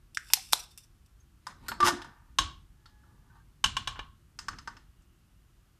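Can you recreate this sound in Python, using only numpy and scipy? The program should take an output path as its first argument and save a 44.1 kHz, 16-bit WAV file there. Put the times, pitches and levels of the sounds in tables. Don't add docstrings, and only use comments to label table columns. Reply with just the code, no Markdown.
import sys
import numpy as np
from scipy import signal
from scipy.fft import rfft, irfft
from scipy.io import wavfile

SR = 44100
rng = np.random.default_rng(int(sys.argv[2]) if len(sys.argv) > 2 else 0)


def boost_factor(decibels):
    exponent = np.asarray(decibels, float) / 20
    return 10 ** exponent


def generate_wav(signal):
    frames = np.transpose(np.atleast_2d(signal))
    scaled = np.clip(frames, -1, 1) * 32767
    pcm = np.round(scaled).astype(np.int16)
    wavfile.write(sys.argv[1], SR, pcm)


N = 255339


def noise():
    return rng.standard_normal(N)


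def band(x, low_hz, high_hz):
    return signal.sosfilt(signal.butter(2, [low_hz, high_hz], "band", fs=SR, output="sos"), x)


def rms_one(x):
    return x / np.sqrt(np.mean(x ** 2) + 1e-20)


def coloured(x, spectrum):
    hz, db = np.transpose(spectrum)
    grid = np.fft.rfftfreq(len(x), 1 / SR) + 1
    gain = boost_factor(np.interp(np.log(grid), np.log(hz), db))
    return rms_one(irfft(rfft(x) * gain, len(x)))


def ring(x, hz, t60):
    r, w = boost_factor(-60 / (t60 * SR)), 2 * np.pi * hz / SR
    return signal.lfilter([0, np.sin(w)], [1, -2 * r * np.cos(w), r * r], x)


def swell(s, db, rise_s, fall_s):
    late = np.arange(N) / SR - s
    drop = np.maximum(np.minimum(-late / rise_s, 15), np.minimum(late / fall_s, 15))
    return boost_factor(db - 20 * drop)


def swells(rows):
    return sum(swell(*row) for row in rows)


def grains(per_s, colour):
    sizes = boost_factor(3 * np.minimum(rng.exponential(1, N), 5)) * rng.choice([-1, 1], N)
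    return coloured(sizes * (rng.random(N) < per_s / SR), colour)


def scattered_click(shape_db, grid, spread_s, direct):
    half = len(grid) - 1
    fold = np.r_[1, 2 * np.ones(half - 1), 1, np.zeros(half - 1)]
    click = np.exp(rfft(irfft(np.log(boost_factor(shape_db))) * fold))
    scatter = 1
    for lag in np.round(spread_s * SR * rng.uniform(.7, 1.1, 5) * [.07, .13, .27, .55, 1]) + 1:
        late = np.exp(-2j * np.pi * (grid - 1) * lag / SR)
        scatter = scatter * (late - .68) / (1 - 0.7 * late)
    return irfft(click * (scatter - direct))


def strikes(events, colour, spread_s, direct, modes=()):
    out, size = np.zeros((2, N + SR)), 2 ** 13
    grid = np.fft.rfftfreq(size, 1 / SR) + 1
    hz, db = np.transpose(colour)
    body_db = np.interp(np.log(grid), np.log(hz), db)
    for s, peak_db, low_db, top_db, room_db in events:
        tilt_db = np.interp(np.log(grid), np.log([1500, 3000, 8000]), [low_db, 0, top_db])
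        hit = scattered_click(body_db + tilt_db, grid, spread_s, direct)
        rings = 0 * hit
        for mode_hz, mode_db, t60 in modes:
            mode_gain = boost_factor(mode_db - 17.0 + rng.normal(0, 3.2))
            rings = rings + mode_gain * ring(hit, mode_hz, min(t60, .07))
        near = hit + rings
        far = boost_factor(room_db) * (1.315 * hit + .5 * rings)
        out[:, round(s * SR):][:, :size] += boost_factor(peak_db) * np.array([near, far]) / np.abs(near).max()
    return out[:, :N]


# frequency in Hz, level in dB per Hz.
HISS_COLOUR = [(180, -43.5), (300, -9.5), (342, -1.5), (411, -12.5), (446, -15), (641, -15), (985, -13),
               (1120, -11.5), (1350, -11.5), (2360, -18.5), (2830, -16.5), (3940, -20), (14300, -24),
               (15500, -31)]


def preamp_hiss():
    return boost_factor(-72.5) * coloured(noise(), HISS_COLOUR)


# frequency in Hz, level in dB per Hz.
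RUMBLE_COLOUR = [(12, -32.5), (20, 0), (43, 7), (63, 1), (115, -5), (292, -20), (348, -28), (443, -32.5),
                 (500, -41.5), (650, -57), (1100, -120)]
# start in seconds, level in dB, t60 in seconds.
THUDS = [
    (1.809, -40.5, 0.35),
    (2.389, -34.5, 0.45),
    (3.645, -37, 0.5),
    (3.771, -53, 0.22),
    (3.876, -50.5, 0.65),
    (3.995, -52.5, 0.18),
    (4.49, -44, 0.28),
]
# peak in seconds, level in dB, rise in seconds, fall in seconds.
LEANS = [
    (1.74, -63, 0.46, 0.3),
    (1.95, -55.5, 0.05, 0.15),
    (2.4, -57.5, 0.23, 0.17),
    (2.69, -69.5, .2, .4),
    (3.29, -59.5, 0.6, 0.33),
    (3.82, -49.5, 0.28, 0.365),
    (4.61, -58, 0.39, 0.68),
    (5.32, -69.5, 0.56, 0.5),
]


def bench():
    t = np.arange(N) / SR
    level = boost_factor(-57.5 - 0.73 * t) + swells(LEANS)
    for s, db, t60 in THUDS:
        onset = (t > s) * np.clip((t - s) / 0.0056, 0, 1)
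        level = level + onset * boost_factor(db - 60 * np.abs(t - s) / t60)
    return level * band(coloured(noise(), RUMBLE_COLOUR), 40, 2000)


# peak in seconds, level in dB, rise in seconds, fall in seconds.
WHINE_SWELL = (5, -83.5, 0.27, 2)
# peak in seconds, level in dB, rise in seconds, fall in seconds.
SQUEAKS = [
    (2.95, -72, .3, .3),
    (3.1, -80, .2, 0.034),
    (3.29, -77.5, 0.26, .1),
]


def squeak():
    whine = swell(*WHINE_SWELL) * rms_one(ring(noise(), 2838, .012))
    turns = 1692 * np.arange(N) / SR
    tone = np.sin(2 * np.pi * turns) + 0.84 * np.sin(np.pi * turns)
    return whine + swells(SQUEAKS) * tone


# frequency in Hz, t60 in seconds, level in dB.
ROOM_DECAY = [(203, 0.23, -3), (464, 0.35, 3), (1166, 0.32, -3), (3500, 0.33, -2.5), (7113, 0.28, -3.5),
              (13800, 0.063, 3.5)]


def room(x):
    t, tail = np.arange(SR // 2) / SR, 0
    hz, t60, db = np.transpose(ROOM_DECAY)
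    edges = 150 * 2 ** np.arange(0, 7.1, .5)
    for low, high in zip(edges, edges[1:]):
        centre = np.log(low * high) / 2
        band_db = np.interp(centre, np.log(hz), db)
        band_t60 = np.interp(centre, np.log(hz), t60)
        tail = tail + band(rng.standard_normal(len(t)), low, high) * boost_factor(band_db - 60 * t / band_t60)
    tail = tail * np.clip((t - .006) / 0.0011, 0, 1)
    return signal.fftconvolve(x, tail / np.sqrt(np.sum(tail ** 2)))[:N]


# start in seconds, pitch in Hz, level in dB, t60 in seconds.
RINGS = [(.301, 940, -47.5, 0.095), (.371, 764, -39, 0.11), (0.778, 2740, -52.5, 0.084),
         (1.469, 1027, -37, 0.127), (1.685, 1410, -25.5, 0.06), (1.686, 4600, -35.5, .06),
         (1.686, 7070, -40.5, .05), (2.857, 1360, -49.5, 0.087), (2.871, 1162, -62, 0.15),
         (3.037, 1348, -57, 0.064), (3.873, 1090, -36, 0.34), (3.991, 1093, -34.5, 0.24),
         (4.389, 1348, -49, .1), (4.39, 2640, -44.5, 0.049), (4.486, 1140, -36, 0.14),
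         (4.678, 1140, -43.5, 0.137), (1.868, 930, -23, 0.067), (1.882, 873, -21.5, .06),
         (1.875, 1590, -22, 0.089), (1.905, 1178, -28, 0.17), (2.39, 1107, -26.5, .35),
         (2.389, 1570, -30, 0.12), (1.925, 290, -32.5, .3), (1.88, 685, -38, 0.51), (2.4, 320, -45.5, .4),
         (1.469, 4970, -34, 0.0475), (1.48, 1120, -52, .4), (2.859, 5176, -58, 0.081),
         (2.859, 3760, -54.5, .12), (2.86, 4370, -50, 0.15), (3.3, 1507, -59.5, 0.23),
         (3.355, 927, -57, .12), (3.399, 1590, -61, 0.18), (3.769, 1081, -33, 0.19),
         (3.644, 1114, -35.5, 0.26), (3.994, 2360, -41, 0.163), (4.39, 5130, -34, 0.11),
         (4.485, 5220, -38, .08), (4.484, 1510, -34, .1), (4.587, 5070, -38, .1), (4.588, 1350, -46, .1),
         (4.676, 5090, -42, .08), (4.677, 940, -41.5, 0.16), (4.678, 1523, -35, 0.104),
         (4.769, 2700, -56, .06), (4.769, 5190, -51, .1), (0.778, 7500, -53, .1), (.781, 10100, -44, 0.063),
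         (1.813, 354, -53.5, .2), (1.928, 345, -49.5, .2)]


def after_rings():
    out, t = np.zeros(N), np.arange(SR // 2) / SR
    for s, hz, db, t60 in RINGS:
        tremble = rng.standard_normal(len(t)) * boost_factor(-60 * t / t60) * (.35 + (t < .003))
        ping = ring(tremble, hz, min(t60 / 2, 70 / hz, .08))
        out[round(s * SR):][:len(ping)] += boost_factor(db) * ping / np.abs(ping).max()
    return out


# pitch in Hz, level in dB, t60 in seconds.
JOINTS = [(966, -23.5, 0.048), (1225, -25.5, 0.058), (1555, -24.5, 0.031), (1806, -27, 0.038),
          (2930, -27, 0.015), (4510, -21, 0.068), (5256, -13, 0.02), (6367, -21, 0.025)]
# start in seconds, peak in dB, low tilt in dB, top tilt in dB, room in dB.
SHIFTS = [(1.468, -28.5, 6.5, 7.5, -8.5), (1.7174, -22.5, 1, -24, -21.5), (1.8043, -18.5, 0, -2, -11.5),
          (1.8285, -21, -4.5, -8, -11.5), (1.8427, -28, -8, -0.5, -12.5), (1.8487, -23, -6.5, 0, -12),
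          (1.862, -22.5, -7, 1, -12), (1.8742, -13.5, -3, 1, -22.5), (1.881, -11.5, 1.5, 6.5, -13.5),
          (1.8865, -14, 1.5, 1.5, -14), (1.893, -21.5, 0.5, 0.5, -17.5), (1.926, -31.5, 2.5, -4, -10),
          (1.939, -33, 0, 0, -2), (2.0185, -32.5, -6.5, -7.5, -10.5), (2.046, -39, 7, 2, -8),
          (2.8575, -48, -7.5, -3, -5), (3.035, -58, 9, -7, -6.5)]
# frequency in Hz, level in dB per Hz.
SHIFT_COLOUR = [(180, -52.5), (300, -35), (568, -16.5), (991, -2), (1370, -2), (1790, -2.5), (2360, -14.5),
                (3730, -8.5), (4470, -17.5), (4850, -9.5), (10600, -24), (12300, -29), (14000, -47),
                (15000, -60.5)]
# start in seconds, peak in dB, low tilt in dB, top tilt in dB, room in dB.
GRAB = [
    (1.684, -21, 3, 2.5, -9.5),
]
# frequency in Hz, level in dB per Hz.
GRAB_COLOUR = [(180, -47.5), (300, -15.5), (1040, -30), (1350, -4), (2320, -21.5), (4120, -14.5),
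               (4470, -6), (4850, -20), (5260, -10.5), (5710, -24.5), (7920, -17.5), (10100, -29.5),
               (12300, -14), (15000, -56.5)]


def board_shifts():
    shifts = strikes(SHIFTS, SHIFT_COLOUR, spread_s=.0018, direct=0.36, modes=JOINTS)
    return shifts + strikes(GRAB, GRAB_COLOUR, spread_s=0.0025, direct=0.39)


# start in seconds, peak in dB, low tilt in dB, top tilt in dB, room in dB.
TAPS = [
    (2.386, -7.5, -4.5, -2, -11),
    (3.641, -9, -5, -0.5, -14),
    (3.659, -18, -6.5, -5, -10),
    (3.7675, -16.5, -4, -5.5, -12.5),
    (3.874, -19, -5.5, -5.5, -12),
    (3.957, -36, 7, -23, -1),
    (3.992, -26.5, -3, -16, -13),
]
# frequency in Hz, level in dB per Hz.
TAP_COLOUR = [(88, -46.5), (150, -14), (468, -27.5), (700, -23), (1070, -0.5), (1300, -8.5), (1600, -6.5),
              (2050, -14.5), (2500, -14), (3090, -4), (4720, -13), (6430, -16.5), (6940, -12.5),
              (13600, -33.5), (15000, -46.5)]
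# pitch in Hz, level in dB, t60 in seconds.
BOARD_MODES = [(876, -19, 0.11), (1102.4, -16, 0.055), (1440, -36, 0.042), (1590, -16.5, 0.035),
               (1740, -21.5, 0.071), (2395, -21, 0.074), (2888, -20, 0.036), (3035.3, -13.5, 0.017),
               (3405, -24.5, 0.068), (3870, -23, 0.15), (4600, -27.5, .04), (5468, -20.5, 0.12),
               (6285, -16.5, 0.0402), (6435, -16, 0.081), (7646, -28, .04), (8300, -22.5, 0.085)]
# start in seconds, peak in dB, low tilt in dB, top tilt in dB, room in dB.
NUDGES = [
    (4.389, -28.5, -2.5, 6.5, -9),
    (4.484, -21, 4, 2.5, -12.5),
    (4.532, -39.5, -1.5, -26, -17),
    (4.586, -35, -5.5, -1.5, -11),
    (4.675, -27.5, 5.5, -1.5, -12),
    (4.768, -42.5, -5.5, -8, -9.5),
    (5.021, -63.5, -5.5, 24, -11),
]
# frequency in Hz, level in dB per Hz.
NUDGE_COLOUR = [(180, -22.5), (300, -24), (532, -36.5), (800, -15), (1170, -3.5), (1820, -6.5), (2300, -17),
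                (2700, -16), (3100, -16), (4300, -20.5), (5180, -11), (5530, -15), (6300, -15), (9180, -26),
                (9960, -37), (12300, -35), (15000, -53)]


def iron_tip():
    taps = strikes(TAPS, TAP_COLOUR, spread_s=.0014, direct=.12, modes=BOARD_MODES)
    return taps + strikes(NUDGES, NUDGE_COLOUR, spread_s=.0018, direct=0.34, modes=JOINTS)


# frequency in Hz, level in dB per Hz.
SCRAPE_COLOUR = [(290, -57.5), (500, -30), (922, -5.5), (2070, -5.5), (3460, -18), (3990, -12), (5380, -26),
                 (11400, -30), (14000, -35.5), (15000, -51.5)]
# peak in seconds, level in dB, rise in seconds, fall in seconds, brightness in dB.
STROKES = [(1.514, -66, 0.076, 0.011, 7), (1.668, -53.5, 0.08, 0.029, -2.5),
           (1.722, -42.5, 0.027, .06, -35.5), (1.795, -75.5, 0.021, .01, 13),
           (1.832, -26, 0.0097, 0.029, -30), (1.872, -56.5, 0.021, 0.027, 21),
           (1.984, -49.5, 0.038, 0.26, -17.5), (2.87, -80, 0.011, 0.124, -11), (3.12, -72, 0.29, .5, -9),
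           (3.366, -61, 0.09, .06, -9.5), (4.42, -78.5, 0.064, .3, 2.5), (4.582, -80, 0.032, .15, 13),
           (4.684, -61, 0.034, 0.16, -5), (4.768, -91, 0.12, .12, 5)]


def scrape():
    catches = grains(5500, SCRAPE_COLOUR)
    joints = sum(ring(catches, hz, t60 / 2) for hz, db, t60 in JOINTS)
    dull = rms_one(band(catches + boost_factor(-31.0) * joints, 660, 2400))
    bright = rms_one(band(catches, 1900, 15000))
    return sum(swell(*row) * (dull + boost_factor(bright_db) * bright) for *row, bright_db in STROKES)


# peak in seconds, level in dB, rise in seconds, fall in seconds.
FLEXES = [(1.5, -61, 0.04, 0.074), (1.65, -57, 0.15, 0.092), (1.723, -50.5, 0.072, 0.088),
          (1.789, -53, 0.062, 0.0114), (1.835, -37, 0.0113, 0.068), (1.942, -44.5, 0.066, 0.031),
          (2.078, -57.5, .2, 0.0676), (3.124, -64, 0.154, 0.23), (3.406, -69.5, .03, .03),
          (4.551, -53, 0.194, .05), (4.768, -59.5, 0.27, .09)]


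def plate_boom():
    return swells(FLEXES) * rms_one(band(noise(), 85, 270))


# peak in seconds, level in dB, rise in seconds, fall in seconds.
HUM_SWELL = (1.868, -29, 0.18, 0.1121)
# peak in seconds, level in dB, rise in seconds, fall in seconds.
TEARS = [
    (1.855, -30.5, 0.025, .05),
    (1.879, -21.5, .03, 0.031),
]
# frequency in Hz, level in dB per Hz.
TEAR_COLOUR = [(290, -54), (500, -28), (909, -2.5), (1030, 0.5), (1580, -2), (2460, -17.5), (2680, -11.5),
               (3370, -10.5), (4050, -20.5), (5380, -9), (7910, -20), (11600, -21), (14000, -29),
               (15000, -49.5)]
# pitch in Hz, level in dB, t60 in seconds.
PLATE_MODES = [(293, -49, 0.54), (354, -28.5, .16), (685, -37.5, 0.29), (863.3, -38.5, .2),
               (1166, -30, 0.2)]


def squeal_and_tear():
    peak_s, peak_db = 1.833, -11.5
    start_hz, sag_hz_per_s = 1178, 150
    held = swell(peak_s + 0.0056, peak_db - 4.0, .09, 0.011)
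    squeal = np.maximum(swell(peak_s, peak_db, .022, 0.027), held)
    tear = swells(TEARS)
    shake = (tear + boost_factor(-14) * squeal) * noise()
    out = tear * grains(3000, TEAR_COLOUR)
    out += sum(boost_factor(db - 13.5) * ring(shake, hz, t60) for hz, db, t60 in PLATE_MODES)
    late = np.arange(N) / SR - peak_s
    slipping = late > -.0305
    turns = start_hz * late - sag_hz_per_s * late ** 2 / 2
    out += squeal * slipping * (late < .026) * np.sin(2 * np.pi * turns)
    out += swell(*HUM_SWELL) * slipping * np.sin(2 * np.pi * 353.5 * late)
    return out


def drag():
    return (scrape() + plate_boom() + squeal_and_tear()) * [[1], [boost_factor(-16.5)]]


# start in seconds, peak in dB, low tilt in dB, top tilt in dB, room in dB.
TICKS = [
    (0.1475, -32.5, -34, -5, -12),
    (0.3016, -35, 10, -18, -10),
    (0.5255, -14, 14, 7.5, -6.5),
    (0.776, -32, 11, 11, -16),
    (1.0608, -53, -3.5, 1.5, -12),
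]
# frequency in Hz, level in dB per Hz.
TICK_COLOUR = [(290, -58.5), (500, -29), (1160, -17.5), (2070, -19), (2610, -4.5), (3320, -14),
               (3560, -0.5), (3940, -16.5), (5380, 0.5), (6760, -16.5), (7470, -5.5), (13400, -14.5),
               (15000, -20)]
# start in seconds, peak in dB, low tilt in dB, top tilt in dB, room in dB.
LATCH = [
    (0.172, -12.5, 0, -1, -19.5),
]
# frequency in Hz, level in dB per Hz.
LATCH_COLOUR = [(180, -61.5), (300, -42.5), (855, -37.5), (1300, -5), (1620, 2), (2070, -8.5),
                (3070, -20.5), (3330, -16.5), (4320, -26), (5440, -12.5), (6400, -23), (7920, -19.5),
                (12500, -45), (15000, -62.5)]
# start in seconds, peak in dB, low tilt in dB, top tilt in dB, room in dB.
FIRE = [
    (0.335, 0.5, -4, -2.5, -19),
]
# frequency in Hz, level in dB per Hz.
FIRE_COLOUR = [(180, -62.5), (300, -38), (637, -35), (855, -7), (1270, -13), (3490, -7.5), (3730, -10),
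               (4050, -11), (5260, -2), (7060, -9), (9800, -7.5), (10500, -10), (13400, -5.5),
               (15000, -30.5)]
# start in seconds, peak in dB, low tilt in dB, top tilt in dB, room in dB.
STOP = [
    (.372, -39, 14.5, -33, -23),
    (.5311, -17, -5, -1, -21),
    (.5324, -2.5, -1, -1.5, -21),
]
# frequency in Hz, level in dB per Hz.
STOP_COLOUR = [(59, -65.5), (100, -28.5), (620, -13), (885, -1), (1350, -2), (1920, -12), (2370, -7),
               (2920, -14), (3600, 3), (4500, -3), (5040, -9.5), (5480, -8.5), (12200, -10), (14100, -22.5),
               (15000, -40)]


def pump_snaps():
    snaps = strikes(TICKS, TICK_COLOUR, spread_s=0.001, direct=0.42)
    snaps += strikes(LATCH, LATCH_COLOUR, spread_s=0.00052, direct=0.23)
    snaps += strikes(FIRE, FIRE_COLOUR, spread_s=0.00055, direct=0.36)
    snaps += strikes(STOP, STOP_COLOUR, spread_s=.00025, direct=0.19)
    desk_echo_s = .0056
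    snaps[0] += boost_factor(-10.0) * band(np.roll(snaps[0], round(desk_echo_s * SR)), 3500, 15000)
    return snaps


# peak in seconds, level in dB, rise in seconds, fall in seconds.
SLIDE = [(.185, -63, .005, .3), (0.348, -49, .005, 0.3), (.29, -60.5, 0.105, .02),
         (0.311, -52, 0.03, 0.088), (0.524, -39, 0.0046, .01), (0.601, -46.5, 0.081, 0.02),
         (.64, -54.5, .05, 0.0197), (.715, -63.5, 0.0154, 0.033), (.782, -51.5, 0.0027, 0.039),
         (.84, -64, 0.0207, 0.026)]


def piston_rub():
    return swells(SLIDE) * grains(4100, TICK_COLOUR)


# start in seconds, pitch in Hz, level in dB, t60 in seconds.
SPRING = [(.598, 5770, -37.5, 0.032), (0.36, 4200, -39.5, 0.053), (.708, 4600, -61, 0.058),
          (0.71, 3620, -57.5, 0.16), (.78, 6000, -56, 0.097), (.832, 5900, -61, 0.059),
          (0.43, 5000, -55.5, .04), (.835, 5600, -69, 0.067), (1.2, 6400, -61.5, 0.046)]


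def coil_pings():
    out, t = np.zeros(N), np.arange(N) / SR
    for s, hz, db, t60 in SPRING:
        jolt = noise() * (np.abs(t - s - .004) < .004)
        ping = ring(jolt + 1e-18, hz, t60)
        out += boost_factor(db) * ping / np.abs(ping).max()
    return out


def pump():
    return pump_snaps() + (piston_rub() + coil_pings()) * [[1], [boost_factor(-18.5)]]


def scene():
    dry, feed = board_shifts() + iron_tip() + drag() + pump()
    background = preamp_hiss() + bench() + squeak()
    return (background + room(feed) + after_rings() + dry)[None]


def band_limit(x):
    return signal.sosfilt(signal.butter(12, 15700, fs=SR, output="sos"), x)


def record(dry):
    cut = signal.sosfilt(signal.ellip(8, .5, 26, 14450, fs=SR, output="sos"), dry)
    return band_limit(np.clip(cut, -1, 1))


dry = scene()
out = record(dry)
generate_wav(out)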